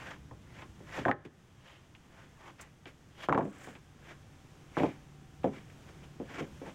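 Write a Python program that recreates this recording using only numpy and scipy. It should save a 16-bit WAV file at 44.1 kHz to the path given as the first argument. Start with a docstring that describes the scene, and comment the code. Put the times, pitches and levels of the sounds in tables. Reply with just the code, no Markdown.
"""Two sawn boards are slid, dropped and nudged into place on a log frame beside a pond.
Each landing is a clatter of contacts: a filtered tap, decaying board and deck modes, a short noise crack.
Between landings rough wood rubs: bursts of random clicks, coloured and passed through resonances.
Behind: a thin scattered echo, a low noise rumble, a soft hiss that dips once, a faint hum that swells and fades.
"""
import sys
import numpy as np
from scipy import signal
from scipy.fft import rfft, irfft, next_fast_len
from scipy.io import wavfile

SR = 44100
rng = np.random.default_rng(int(sys.argv[2]) if len(sys.argv) > 2 else 0)


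def materialize(psi):
    """Save the field psi as 16-bit PCM at rate SR to the path in sys.argv[1].

    A 1-D psi becomes a single channel; in a 2-D psi each row is a channel.
    """
    bounded = np.clip(np.atleast_2d(psi).T, -1, 1)
    quanta = np.round(bounded * 32767).astype(np.int16)
    wavfile.write(sys.argv[1], SR, quanta)


N = 297234

# rumble outdoors, before RUMBLE_TRIM_DB; the hiss follows partly: (time [s], level [dB])
AIR_LEVEL = [(0.0, -54), (1.09, -53), (1.29, -61.5), (1.73, -61.5), (3.59, -59), (3.94, -59.5),
             (6.74, -52.5)]
# noise colours: (frequency [Hz], relative density [dB])
RUMBLE_COLOUR = [(20, -28), (40, -10), (60, 1.5), (100, 1.5), (145, 2.5), (220, -8), (330, -8.5),
                 (480, -22.5), (800, -53), (2000, -68)]
HISS_COLOUR = [(200, 15), (500, 6.5), (900, 4.5), (1500, 2.5), (2400, -1), (3300, -1.5), (4200, -9),
               (6200, -5.5), (8000, -10), (9500, -14.5), (12000, -19), (16000, -21)]
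RUB_COLOUR = [(100, -5), (300, 0.5), (600, 4), (1100, 6.5), (1800, 7.5), (2500, 3.5), (3300, 0.5),
              (4200, -13), (5500, -10), (7500, -13), (10000, -54), (16000, -62)]
SPLINTER_COLOUR = [(2000, -30), (5000, -2), (7500, 8), (10000, -5), (13000, -10), (16000, -9)]
CRACK_COLOUR = [(40, -20), (300, -4), (1200, 10), (2600, 0.5), (3400, -3.5), (4200, -22.5), (6500, -15.5),
                (10000, -26.5), (16000, -48)]
# faint far hum: (frequency [Hz], level at the peak [dB])
HUM_TONES = [(145.3, -59), (772, -72.5)]
# sliding strokes of rough wood: (time of top speed [s], rasp level [dB], rise [s], fall [s], edge note [Hz])
RUBS = [ (0.099, -48, 0.18, 0.041, 1570), (.605, -55.5, 0.094, 0.046, 2100),
        (.975, -43, 0.066, 0.048, 1820), (1.254, -55.5, 0.0042, 0.014, 2250),
        (1.69, -58, 0.063, 0.099, 2880), (2.21, -60.5, 0.11, 0.066, 1580), (2.485, -52, 0.069, 0.027, 1060),
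        (2.60, -52.5, 0.013, 0.052, 1880), (2.876, -52, 0.009, 0.028, 2250),
        (3.242, -46, 0.047, 0.019, 3070), (3.661, -53.5, .14, 0.073, 1610),
        (4.105, -52.5, 0.062, .036, 1590), (4.794, -45.5, 0.036, .085, 2300),
        (5.55, -53.5, .02, 0.053, 2110), (5.9, -62, 0.029, 0.042, 1500), (6.044, -60, .04, .017, 2720),
        (6.355, -48.5, .065, 0.052, 1660), (6.388, -42.5, .006, 0.031, 1080),
        (6.679, -48.5, 0.03, 0.021, 930)]
# loose splinters brushing: (time of top speed [s], level [dB], rise [s], fall [s])
BRUSHES = [(2.612, -51.5, 0.0018, 0.011), (3.65, -65, 0.15, 0.1)]
# wood on wood: (time [s], level [dB], contact time [ms], bass [dB])
# bass is high when the face lands flat, low when an edge glances
BLOWS = [ (.310, -49, 0.66, 7.5), (.6206, -50, 0.35, -1), (.802, -52.5, 1.3, 9), (.977, -38, 1.54, -4),
         (1.0518, -32, .61, -35), (1.057, -27.5, 1.48, -6.5), (1.071, -34, .8, 4), (1.082, -28, 0.7, -3.5),
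         (1.089, -29, 0.89, -1.5), (1.093, -31.5, 0.99, -1), (1.113, -32, .54, -36), (1.250, -46.5, 2.6, 0),
         (1.950, -58, 0.37, -22), (2.856, -50, 0.31, -0.5), (3.286, -27, 0.94, -4),
         (3.294, -33.5, 0.68, -29), (3.302, -31, 1.33, 15), (3.3245, -40, 0.47, -44),
         (3.325, -26.5, .87, -19.5), (3.3465, -29, 0.61, 5), (3.376, -26.5, 0.92, -6),
         (3.385, -30, 1.2, -7), (3.408, -35, 0.72, 4.5), (3.452, -39, 1.5, 0.5), (3.672, -46.5, 1, 3.5),
         (3.752, -54, 0.37, -3), (4.7682, -33.5, 0.72, -8), (4.774, -30.5, 0.9, 2),
         (4.785, -48.5, 0.31, -12), (4.7984, -42, .48, -14), (4.803, -27.5, 1.25, 1.5),
         (4.815, -35, 1.3, 6), (4.8334, -26.5, 1.03, -0.5), (4.8401, -28.5, 1.24, -0.5),
         (5.433, -52.5, 0.36, 1), (5.4421, -26, 1.35, -5.5), (5.457, -32.5, 1.43, 6), (5.472, -36, 1.9, 7),
         (5.699, -60.5, 0.46, -16), (6.199, -37.5, 1.52, 5), (6.407, -36.5, 1.2, 13.5),
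         (6.615, -42, 1.42, 1), (6.671, -44, 0.56, 9)]
# board rocking to rest on the logs: (time of first bump [s], its level [dB], gap to the next [s])
ROCKINGS = [(.992, -40, 0.023), (3.427, -37, 0.035), (4.864, -36.5, .016), (5.482, -42, 0.021),
            (5.561, -52.5, 0.021), (6.215, -43, 0.011), (6.419, -46, .015)]
# bending and twisting modes of each board on the logs: (frequency [Hz], relative level [dB], t60 [s])
FIRST_BOARD_MODES = [(117.5, 7, 0.23), (149.6, -1, 0.39), (189, -8, 0.15), (288.6, 8, 0.09),
                     (349, 4.5, 0.26), (398.7, 5.5, 0.13), (523, 3.5, 0.11), (595, 3.5, 0.28),
                     (668, 1, 0.056), (788, 5.5, 0.12), (819, 3, 0.14), (870, 12.5, 0.044), (1055, 8, 0.2),
                     (1132, -4, 0.11), (1165, -1, 0.042), (1280, 4.5, 0.13), (1560, -8, 0.18),
                     (1800, -1, 0.061), (1830, 4, 0.051)]
SECOND_BOARD_MODES = [(80, -14, 0.31), (122.7, -10, 0.3), (153.6, 5, 0.15), (207.7, 1, 0.33),
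                      (271.6, 4, 0.25), (303.9, 1, 0.35), (335, 6.5, 0.043), (392.6, 6, 0.13),
                      (460, 6.5, 0.059), (488, 5.5, 0.081), (504.6, 2, 0.18), (546, 3.5, 0.2),
                      (572, -3, 0.12), (646, -17, 0.19), (691, 2, 0.041), (681, 7.5, 0.11), (764, -9, 0.3),
                      (879, 4.5, 0.09), (1005, -5, 0.25), (1070, -29, .14), (1104, -2.5, 0.18),
                      (1284, -6, 0.13), (1337, -11, .11), (1775, 0, 0.072), (2308, 4, 0.048),
                      (2650, 7.5, 0.04)]
# drum note of the free span, set by how the board lies:
# (valid from [s], frequency [Hz], relative level [dB], t60 [s])
SPANS = [(0, 307, -6, .2), (2.7, 197.6, 3.5, .25), (4.5, 303, 8.5, 0.05), (5.2, 512, 8, 0.071),
         (6.0, 304, -1, 0.22)]
# crowded weak modes of deck and frame: (frequency [Hz], relative density [dB])
DECK_LEVEL = [(30, -33), (60, -5), (100, 0), (250, 7.5), (600, 2), (1500, -1), (3000, -0.5), (8000, -12)]
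# their decay: (frequency [Hz], t60 [s])
DECK_T60 = [(100, 0.07), (400, 0.2), (1000, 0.12), (2500, 0.045), (8000, 0.17)]

RUMBLE_TRIM_DB, HISS_DB, HISS_DB_PER_AIR_DB = -.5, -60, 0.54
# DIP_DB is the depth before the recovery acts on it
DIP_S, DIP_DB, DIP_FALL_S, DIP_RECOVERY_S = 1.11, -19, 0.015, 0.18
HUM_PEAK_S, HUM_SLOPE_DB_PER_S = 5.26, 5
# the higher the edge's note, the less a stroke stirs the board; body level holds at EDGE_REF_HZ
RUB_BODY_DB, RUB_BODY_DB_PER_OCTAVE, EDGE_REF_HZ = -2.5, -3.5, 1800
RUB_SPLINTER_DB = -28
SECOND_BOARD_FROM_S = 2.7
# ring and crack relative to the thump, for a flat blow of level FIRM_DB
FIRM_DB, RING_DB, CRACK_DB = -30, 0.5, -27.5
# a lighter blow leaves the board freer to ring and its fibres stand out; a glancing edge hardly rings it
RING_DB_PER_LIGHTER_DB, CRACK_DB_PER_LIGHTER_DB, RING_DB_PER_BASS_DB = 0.2, 0.39, 0.22
# each bump is soft and flat, weaker than the last and after a shorter gap
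BUMP_MS, BUMP_BASS_DB, BUMP_LOSS_DB, BUMP_GAP_RATIO = 2.33, 8, 8.5, 0.97
TOP_HZ = 15800


def undb(db):
    """Decibels to gain."""
    return 10 ** (np.asarray(db) / 20)


def unit(x):
    """Scale to rms 1."""
    return x / np.sqrt(np.mean(x ** 2))


def curve(rows):
    """Columns of a time table, joined by straight lines."""
    s, *columns = np.transpose(rows)
    return [np.interp(np.arange(N) / SR, s, c) for c in columns]


def along(points, hz):
    """Read (Hz, value) points on a log-frequency axis."""
    f, value = np.transpose(points)
    return np.interp(np.log(np.maximum(hz, 1)), np.log(f), value)


def colour(x, points):
    """Filter a sound by the response of (Hz, dB) points."""
    size = next_fast_len(len(x))
    gain = undb(along(points, np.fft.rfftfreq(size, 1 / SR)))
    return irfft(rfft(x, size) * gain, size)[:len(x)]


def walk(rate_hz):
    """Slow random wander: normal knots joined by lines, spread near 1."""
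    knots = np.arange(N) / SR * rate_hz
    return np.interp(knots, np.arange(4096), rng.standard_normal(4096))


def outdoors(hiss_walk_db=1.8, waver_hz=1.0):
    """Low noise rumble, smooth hiss that dips abruptly and creeps back, faint wavering hum."""
    now = np.arange(N) / SR
    air_db, = curve(AIR_LEVEL)
    rumble = unit(colour(rng.standard_normal(N), RUMBLE_COLOUR)) * undb(air_db + RUMBLE_TRIM_DB)

    since = np.maximum(now - DIP_S, 0)
    dip_db = DIP_DB * np.minimum(since / DIP_FALL_S, 1) * np.exp(-since / DIP_RECOVERY_S)
    hiss_db = HISS_DB + HISS_DB_PER_AIR_DB * (air_db - air_db.mean()) + dip_db
    hiss_db = hiss_db + hiss_walk_db * walk(2.9)
    hiss = unit(colour(rng.standard_normal(N), HISS_COLOUR)) * undb(hiss_db)

    hum = np.zeros(N)
    for hz, db in HUM_TONES:
        phase = 2 * np.pi * np.cumsum(hz + waver_hz * walk(4.56)) / SR
        hum += undb(db) * unit(np.sin(phase))
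    hum *= undb(-HUM_SLOPE_DB_PER_S * np.abs(now - HUM_PEAK_S))
    return rumble + hiss + hum


def banks(x, t60_s=0.72, wet_db=-27, build_s=0.016):
    """Wooded banks scatter a thin, late wash back: convolution with decaying noise."""
    t = np.arange(SR) / SR
    scatter_colour = [(100, -6), (400, -19), (1300, -6.5), (2200, -11.0), (4000, -3), (12000, -15.0)]
    scatter = colour(rng.standard_normal(SR), scatter_colour)
    echo = scatter * undb(-60 * t / t60_s) * (1 - np.exp(-t / build_s))
    echo = echo / np.sqrt(np.sum(echo ** 2))
    return undb(wet_db) * signal.fftconvolve(x, echo)[:N]


def board_ring(modes, t, spacing_hz=60):
    """A board's answer to a tap: decaying cosines, each with the energy of its stretch of spectrum."""
    hz, db, t60_s = np.transpose(modes)[:, :, None]
    decay = np.log(1000) / t60_s
    size = undb(db) * np.sqrt(2 * 2 * 2 * spacing_hz * decay) / SR
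    sign = (-1) ** np.arange(len(modes))[:, None]  # neighbouring modes move the far end opposite ways
    return np.sum(sign * size * np.exp(-decay * t) * np.cos(2 * np.pi * hz * t), axis=0)


def stroke(s, rise_s, fall_s):
    """Samples that a sliding stroke covers, and its relative speed there."""
    now = np.arange(N) / SR
    away = np.maximum((s - now) / rise_s, (now - s) / fall_s)
    on = away < 4
    return on, np.exp(-away[on] ** 1.32)


def rubbing(t, boards, catch_db=3.5, catch_rate_hz=110, edge_db=-5, edge_q=5.9):
    """Rough fibres catch and slip in dense clicks that rasp, ring the edge and stir the board."""
    sizes = undb(3.5 * np.minimum(rng.exponential(size=N), 4))
    slips = rng.standard_normal(N) * sizes * undb(catch_db * walk(catch_rate_hz))
    rasp = unit(colour(slips, RUB_COLOUR))
    splinters = unit(colour(slips[::-1], SPLINTER_COLOUR))  # reversed, so unlike the rasp
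    # small slips hardly bend the whole board
    drive = colour(slips, [(100, -13), (300, -1.5), (600, 1.5), (2000, -7)])
    bodies = [unit(signal.fftconvolve(drive, board)[:N]) for board in boards]

    out = np.zeros(N)
    for s, db, rise_s, fall_s, edge_hz in RUBS:
        on, speed = stroke(s, rise_s, fall_s)
        body_db = RUB_BODY_DB + RUB_BODY_DB_PER_OCTAVE * np.log2(edge_hz / EDGE_REF_HZ)
        body = bodies[int(s > SECOND_BOARD_FROM_S)][on]
        b, a = signal.iirpeak(edge_hz, edge_q, fs=SR)
        edge = unit(signal.lfilter(b, a, rng.permutation(slips[on])))
        rub = rasp[on] + undb(edge_db) * edge + undb(body_db) * body
        rub = rub + undb(RUB_SPLINTER_DB) * splinters[on]
        out[on] += undb(db) * speed * rub
    for s, db, rise_s, fall_s in BRUSHES:
        on, speed = stroke(s, rise_s, fall_s)
        out[on] += undb(db) * speed * splinters[on]
    return out


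def bumps(count=3):
    """Soft, dying contacts of a board rocking to rest, as rows like those of BLOWS."""
    rows = []
    for s, db, gap_s in ROCKINGS:
        for k in range(count):
            rows.append((s, db - k * BUMP_LOSS_DB, BUMP_MS, BUMP_BASS_DB))
            s = s + gap_s * BUMP_GAP_RATIO ** k
    return rows


def deck_rings(t, count):
    """A crowd of weak modes per contact: noise in half-octave bands, each with its own decay."""
    hz = np.fft.rfftfreq(len(t), 1 / SR)
    noise = rfft(rng.standard_normal((count, len(t))))
    edges_hz = 40 * 2 ** np.arange(0, 9, .5)
    out = 0
    for low, high in zip(edges_hz, edges_hz[1:]):
        centre = np.sqrt(low * high)
        decay = np.log(1000) / along(DECK_T60, centre)
        envelope = undb(along(DECK_LEVEL, centre)) * np.sqrt(2 * decay / SR) * np.exp(-decay * t)
        out = out + envelope * irfft(noise * ((hz >= low) & (hz < high)), len(t))
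    return out


def contact(x, contact_ms, bass_db, travel_ms=1.33, bass_share=0.49, baffle_hz=65, damping=0.69):
    """Shape a blow: long contact pushes no treble; a glancing edge has no bass and clacks a few cycles."""
    hz = np.fft.rfftfreq(len(x), 1 / SR)
    khz = hz / 1000
    s = 1j * khz * contact_ms  # corner at 1 / contact_ms kHz
    loss = damping * undb(bass_db / 3)
    push = 1 / ((s * s + loss * s + 1) * (s * s + 2 * s + 1))
    shelf = ((s + bass_share * undb(bass_db / 2)) / (s + bass_share)) ** 2
    baffle = (1j * hz / (1j * hz + baffle_hz)) ** 3  # air slips round a narrow board at low pitch
    # high bending waves run ahead of low ones: delay is travel_ms at 1 kHz
    bending = np.exp(-2j * np.pi * 2 * travel_ms * np.sqrt(khz))
    return irfft(rfft(x) * push * shelf * baffle * bending, len(x))


def clatter(t, boards, board_db=1, crack_s=0.011, snap_db=-4):
    """Each contact: a thump, the ring of board, span and deck, a short crack of crushed fibres."""
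    out = np.zeros(N + len(t))
    contacts = list(BLOWS) + bumps()
    decks = deck_rings(t, count=len(contacts))
    crack_envelope = np.exp(-t / crack_s) * np.sqrt(2 / (crack_s * SR))
    fibres = rng.standard_normal((len(contacts), len(t))) * crack_envelope
    tap = signal.unit_impulse(len(t))
    snap = undb(snap_db) * signal.unit_impulse(len(t), SR // 1000)
    early = SR // 50  # the level is the rms of the first 20 ms
    fade = np.minimum(1, 10 * (1 - t / t[-1]))
    for (s, db, contact_ms, bass_db), deck, fibre in zip(contacts, decks, fibres):
        lighter_db = FIRM_DB - db
        ring_db = RING_DB + RING_DB_PER_LIGHTER_DB * lighter_db + RING_DB_PER_BASS_DB * bass_db
        crack_db = CRACK_DB + CRACK_DB_PER_LIGHTER_DB * lighter_db
        span = [mode for since, *mode in SPANS if since <= s][-1]
        board = boards[int(s > SECOND_BOARD_FROM_S)]
        ring = undb(board_db) * board + board_ring([span], t) + deck
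        blow = contact(tap + undb(ring_db) * ring, contact_ms, bass_db)
        blow = fade * (blow + undb(crack_db) * colour(snap + fibre, CRACK_COLOUR))
        start = int(s * SR)
        out[start:start + len(t)] += undb(db) * blow / np.sqrt(np.mean(blow[:early] ** 2))
    return out[:N]


def scene():
    """The handled boards, their echo and the open air."""
    t = np.arange(16384) / SR
    boards = [board_ring(FIRST_BOARD_MODES, t), board_ring(SECOND_BOARD_MODES, t)]
    wood = clatter(t, boards) + rubbing(t, boards)
    return (wood + banks(wood) + outdoors())[None]


def record(dry):
    """Steep elliptic low-pass at TOP_HZ."""
    return signal.sosfilt(signal.ellip(10, .2, 70, TOP_HZ, fs=SR, output="sos"), dry)


dry = scene()
out = record(dry)
materialize(out)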